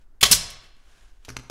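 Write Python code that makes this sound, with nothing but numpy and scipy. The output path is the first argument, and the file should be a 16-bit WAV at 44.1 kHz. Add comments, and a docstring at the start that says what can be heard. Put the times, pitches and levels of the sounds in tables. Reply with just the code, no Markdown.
"""Over a low rumble, the trigger valve of an air nailer spits; the driver slams a brad into a plywood box.
The exhaust blows off with a falling whistle as the piston returns; metal housing and workshop ring on.
The tool swings down, its hose rubbing, and clatters onto the wooden bench.
Blasts, knocks and rubbing are shaped noise; box, housing and bench are decaying sines.
A limiter and soft overload hold the blasts down, as in an overloaded microphone."""
import sys
import numpy as np
from scipy import signal
from scipy.fft import rfft, irfft
from scipy.io import wavfile
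from scipy.ndimage import uniform_filter1d, minimum_filter1d

SR = 44100
rng = np.random.default_rng(int(sys.argv[2]) if len(sys.argv) > 2 else 0)


def put_to_file(sound):
    """Save the sound as 16-bit audio at rate SR, in the file named by the first command-line argument."""
    columns = np.atleast_2d(sound).T  # one column per channel
    safe = np.clip(columns, -1, 1)
    whole_steps = np.round(safe * 32767)
    wavfile.write(sys.argv[1], SR, whole_steps.astype(np.int16))


N = 66150
T = np.arange(N) / SR

# Relative noise spectra: f/Hz, density/dB per Hz
# Trigger valve spit
VALVE_SPECTRUM = [(100, -23.5), (700, -23), (1500, -14.5), (3200, -1.5), (4300, -3), (6000, -13),
                  (10500, -6.5), (16000, -17)]
# Driver on the nail; piston on its stop
BLOW_SPECTRUM = [(40, -14), (130, -8.5), (400, -15), (750, -10), (1100, -6), (2000, -0.5), (2800, 3),
                 (3900, 9), (4600, 0), (5500, 4), (8000, -6.5), (11000, -7.5), (16000, -18.5)]
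# Escaping air
EXHAUST_SPECTRUM = [(40, -13.5), (160, -7.5), (400, -14), (1200, -12), (2100, -12.5), (2900, -4),
                    (4200, -6), (5400, 1.5), (6800, -2.5), (8300, -1.5), (11000, -4.5), (13000, -7),
                    (16000, -15.5)]
# Low thud of driver push and bench thumps
THUD_SPECTRUM = [(60, -3.5), (300, -0.5), (1000, 2.5), (1800, -18.5), (5000, -13.5), (16000, -35.5)]
# Tool knocking on the bench
KNOCK_SPECTRUM = [(60, -13), (300, 4), (650, -10.5), (1100, -1), (2400, -2), (3600, -9.5), (6300, -5),
                  (8000, -17), (11000, -15.5), (16000, -33.5)]
# Clicks of the tool's loose parts
TICK_SPECTRUM = [(200, -10), (1500, -11.5), (2900, 5), (4200, -0.5), (6000, 1), (8500, -7), (11500, -4.5),
                 (16000, -24)]
# Hose rubbing
HOSE_SPECTRUM = [(100, -0.5), (200, -3), (500, -5.5), (1300, -5.5), (1560, 0), (1850, -7), (3000, -5.5),
                 (4400, -10), (7000, -11), (8500, -16.5), (10700, -17.5), (13000, -28), (16000, -35.5)]
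# Bench shuddering under the box after the shot
SHUDDER_SPECTRUM = [(15, -11.5), (35, -3), (48, 0.5), (70, -5), (108, -3.5), (140, -23.5), (300, -48.5),
                    (1000, -90)]
# Faint room air
AIR_SPECTRUM = [(60, -10), (107, -0.5), (150, -11.5), (280, -5), (500, -13), (1100, -14.5), (1700, -17),
                (2500, -28), (6000, -30), (16000, -34.5)]
# Low background rumble
RUMBLE_SPECTRUM = [(5, -2.5), (14, 3.5), (28, -4.5), (50, -7), (72, -29.5), (110, -43.5), (200, -51.5),
                   (600, -91.5)]

# Vibration modes: f/Hz, level/dB, t60/s
# Plywood box
BOX_MODES = [(106.7, -9.5, 0.2), (137.5, -3, .05), (172.6, 4.5, 0.11), (230, -1.5, 0.076), (419.3, 3, 0.11),
             (700, 5, 0.08), (1078, 10, 0.1), (1130, 11.5, 0.076), (1431, 3, .07)]
# Metal housing, strong modes
HOUSING_MODES = [(2836, -4, .22), (3560, -5, .3), (3611, -4, .3), (3945, -1, .28), (4572, -6, .33),
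                 (4789, -3, .36), (5312, 0, .32), (5436, -3, .28), (5726, -1, .32), (6561, -2, .33),
                 (6857, -3, .28), (7433, -2, .27), (8635, -6, .25), (9505, -8, .28)]
# Wooden bench
BENCH_MODES = [(42, 3, 0.72), (57.407, 1.5, .3), (111.41, -15, 0.22), (122.07, 0, 0.29), (250, 1, 0.15),
               (396, -2, 0.044)]
# Range of the housing's many weaker modes: lowest f/Hz, highest f/Hz
FINE_RANGE_HZ = (2460, 11930)

# Impacts on the box: driver t/s, tool dropping back t/s
BOX_HITS_S = (.2275, .3062)
# Exhaust whistle falling with the pressure: t/s, f/Hz
JET_CURVE = [(.313, 12500), (.321, 10600), (.3245, 8200), (.327, 5600), (.336, 5100)]
# Tool knocks on the bench: t/s, level/dB, t60/s
KNOCK_EVENTS = [(1.2875, -36.5, 0.026), (1.292, -35, 0.0146), (1.3015, -34, 0.015), (1.3664, -26, 0.016),
                (1.434, -52.5, 0.025)]
# Loose-part clicks: t/s, level/dB, t60/s, tilt/dB per octave
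TICK_EVENTS = [(0.502, -39, 0.04, 4.5), (.767, -57.5, .008, -2.5), (1.2492, -43, 0.045, -1.5)]
# Rubber grip bumping the bench: t/s, level/dB
THUMP_EVENTS = [(1.283, -44), (1.3646, -48), (1.4986, -28.5)]
# Hose sliding as the arm swings down: t/s, level/dB
SLIDE_CURVE = [(0, -73.5), (.02, -67), (.06, -87), (.55, -84.5), (.64, -56), (.72, -69.5), (.82, -67.5),
               (.91, -61), (1.04, -60.5), (1.12, -67.5), (1.2, -72), (1.3, -59.5), (1.5, -64.5)]

# Workshop decay: f/Hz, t60/s
ROOM_DECAY = [(60, .7), (250, 0.58), (1000, 0.88), (2500, 0.78), (4000, 0.68), (6000, .47), (9000, .36),
              (15000, .25)]
# Colour of the workshop tail: f/Hz, level/dB
ROOM_COLOUR = [(60, 1.5), (110, 1.5), (175, 2), (400, 4.5), (1200, -1.5), (3000, -4.5), (6000, 1),
               (10000, 1), (16000, -8)]
# Early reflections: t/s, gain
REFLECTIONS = [(.003, .25), (.007, .18), (.021, .15), (.028, .13), (.034, 0.074)]

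ROOM_DB, BENCH_ROOM_DB, ROOM_BUILD_S = -15.5, -14.5, 0.015
PAD_HZ = 290.3  # the soft nose pad excites mainly the box modes below this
CEILING_DB, EDGE_HZ = -3.3, 15800


def amp(db):
    """Decibels to gain."""
    return 10 ** (np.asarray(db) / 20)


def unit(x):
    """Scale to rms 1."""
    return x / np.sqrt(np.mean(x ** 2) + 1e-20)


def read(points, hz):
    """Interpolate a table on a log-frequency axis."""
    f, value = np.transpose(points)
    return np.interp(np.log(hz + 1), np.log(f + 1), value)


def noise(spectrum, tilt_db_oct=0):
    """Steady rms-1 noise of a given spectrum, tilted per octave."""
    hz = np.fft.rfftfreq(N, 1 / SR)
    level_db = read(spectrum, hz) + tilt_db_oct * np.log2(hz + 1)
    white = rng.standard_normal(N)
    return unit(irfft(rfft(white) * amp(level_db), N))


def burst(start_s, attack_s, hold_s, t60_s):
    """Envelope: straight rise, hold, exponential fall."""
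    t = T - start_s
    rise = np.clip(t / max(attack_s, 1 / SR), 0, 1)
    fall = np.exp(-np.log(1000) * np.maximum(t - attack_s - hold_s, 0) / t60_s)
    return rise * fall


def ring(modes, start_s, attack_s):
    """Sum of decaying modes excited at one moment, random phases."""
    total = np.zeros(N)
    for hz, db, t60_s in modes:
        sine = np.sin(2 * np.pi * (hz * T + rng.random()))
        total += amp(db) * burst(start_s, attack_s, 0, t60_s) * sine
    return total


def fine_modes(count, spread_db, t60_low_s, t60_high_s):
    """Crowd of weak metal modes, the higher ones dying sooner."""
    jitter, size = rng.random((count, 2)).T
    place = (np.arange(count) + jitter) / count
    hz = np.interp(place, [0, 1], FINE_RANGE_HZ)
    t60_s = t60_low_s + (t60_high_s - t60_low_s) * place
    return np.transpose([hz, -spread_db * size, t60_s])


def whistle(hz, pole_width_hz):
    """Noise through a double-pole resonance that follows a frequency curve."""
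    turn = np.exp(2j * np.pi * np.cumsum(hz) / SR)
    r = np.exp(-np.pi * pole_width_hz / SR)
    # Shift to 0 Hz, filter, shift back
    resonant = signal.lfilter([1], np.poly([r, r]), rng.standard_normal(N) / turn)
    return unit((turn * resonant).real)


def shot(fine):
    """Valve spits, driver hits nail, box and housing ring; air leaks while the trigger is held."""
    valve = amp(-22) * noise(VALVE_SPECTRUM) * burst(0.2092, 0.0045, hold_s=0.002, t60_s=0.033)
    push = amp(-21) * noise(THUD_SPECTRUM) * burst(0.2265, 0.0023, hold_s=0.0052, t60_s=0.045)
    blow = amp(-1) * noise(BLOW_SPECTRUM) * burst(0.2283, 0.0025, hold_s=0.004, t60_s=0.03)
    metal = amp(-34.5) * ring(HOUSING_MODES, start_s=0.229, attack_s=0.003)
    fine_metal = amp(-47.5) * ring(fine, start_s=0.229, attack_s=0.003)
    leak = amp(-37) * noise(EXHAUST_SPECTRUM) * burst(0.21, 0.0071, hold_s=0.084, t60_s=0.068)
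    box = amp(-31) * ring(BOX_MODES, BOX_HITS_S[0], attack_s=0.0005)
    return valve + push + blow + metal + fine_metal + leak + box


def exhaust(fine):
    """Tool drops back on the box; air blows off with a falling whistle; piston hits its stop."""
    padded = [(hz, db - 20 * np.log10(1 + (hz / PAD_HZ) ** 4), t60_s) for hz, db, t60_s in BOX_MODES]
    thud = amp(-30) * ring(padded, BOX_HITS_S[1], attack_s=0.0024)
    spit = amp(-36.5) * noise(EXHAUST_SPECTRUM) * burst(0.3063, 0.00045, hold_s=0.006, t60_s=0.017)
    air = amp(-9) * noise(EXHAUST_SPECTRUM) * burst(0.3128, 0.0004, hold_s=0.01, t60_s=0.074)
    jet_hz = np.interp(T, *np.transpose(JET_CURVE))
    jet = amp(-8) * whistle(jet_hz, pole_width_hz=1600) * burst(0.315, 0.008, hold_s=0.007, t60_s=0.026)
    stop = amp(-13.5) * noise(BLOW_SPECTRUM) * burst(0.328, 0.0025, hold_s=0.00093, t60_s=0.031)
    metal = amp(-34.5) * ring(HOUSING_MODES, start_s=0.318, attack_s=0.014)
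    fine_metal = amp(-46.5) * ring(fine, start_s=0.34, attack_s=0.008)
    return thud + spit + air + jet + stop + metal + fine_metal


def knocks():
    """Tool on bench: short noise bursts."""
    return sum(amp(db) * noise(KNOCK_SPECTRUM) * burst(s, 0.0009, hold_s=0.00062, t60_s=t60_s)
               for s, db, t60_s in KNOCK_EVENTS)


def ticks():
    """Loose parts clicking: sharp noise bursts, each with its own brightness."""
    return sum(amp(db) * noise(TICK_SPECTRUM, tilt) * burst(s, 0.00019, hold_s=0.00081, t60_s=t60_s)
               for s, db, t60_s, tilt in TICK_EVENTS)


def thumps():
    """Rubber grip on bench: bench modes plus a brief contact thud."""
    total = np.zeros(N)
    for s, db in THUMP_EVENTS:
        modes = ring(BENCH_MODES, s, attack_s=0.0032)
        contact = amp(6.5) * noise(THUD_SPECTRUM) * burst(s, 0.000098, hold_s=0.00065, t60_s=0.0073)
        total += amp(db) * (modes + contact)
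    return total


def hose():
    """Soft rubbing noise, its level slightly uneven."""
    grain = unit(uniform_filter1d(rng.standard_normal(N), size=300))
    rubbing = noise(HOSE_SPECTRUM)
    return rubbing * amp(np.interp(T, *np.transpose(SLIDE_CURVE)) + 0.85 * grain)


def bench_shudder():
    """Low noise swelling and dying as the bench shudders under the box."""
    return amp(-35) * noise(SHUDDER_SPECTRUM) * burst(0.23, 0.04, hold_s=0.066, t60_s=0.64)


def workshop(x, wet_db):
    """Direct sound, near reflections scattered by clutter, and a diffuse tail with per-band decay."""
    hz, t, z = signal.stft(rng.standard_normal(N), SR, nperseg=256)
    decay = np.exp(-np.log(1000) * t / read(ROOM_DECAY, hz)[:, None])
    z = z * decay * amp(read(ROOM_COLOUR, hz))[:, None]
    tail = signal.istft(z, SR, nperseg=256)[1][:N] * np.minimum(T / ROOM_BUILD_S, 1)
    response = amp(wet_db) * tail / np.linalg.norm(tail)
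    for s, gain in REFLECTIONS:
        scatter = rng.standard_normal(N) * burst(s, 0.0001, hold_s=0, t60_s=0.015)
        response = response + gain * scatter / np.linalg.norm(scatter)
    return x + signal.fftconvolve(x, response)[:N]


def background():
    """Steady faint room air and low rumble."""
    return amp(-70) * noise(AIR_SPECTRUM) + amp(-49.5) * noise(RUMBLE_SPECTRUM)


def scene():
    """Nailer and bench contacts in the room; hose, shudder and background added without it."""
    fine = fine_modes(count=110, spread_db=10.5, t60_low_s=0.33, t60_high_s=0.18)
    floor = background()
    shudder = bench_shudder()
    nailer = workshop(shot(fine), ROOM_DB) + workshop(exhaust(fine), ROOM_DB)
    handling = workshop(knocks() + ticks() + thumps(), BENCH_ROOM_DB)
    return (nailer + shudder + handling + hose() + floor)[None]


def record(dry):
    """Fast limiter, soft overload, then the band limit."""
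    ceiling = amp(CEILING_DB)
    # The limiter lets 3 dB over the ceiling into the soft overload
    gain = np.minimum(1, amp(3) * ceiling / (abs(dry) + 1e-9))
    smooth_gain = uniform_filter1d(minimum_filter1d(gain, size=21), size=21)
    held = dry * smooth_gain / ceiling
    rounded = ceiling * held / (1 + held ** 6) ** (1 / 6)
    lowpass = signal.firwin(401, EDGE_HZ, window=("kaiser", 8), fs=SR)
    return signal.oaconvolve(rounded, lowpass[None], "same")


dry = scene()
out = record(dry)
put_to_file(out)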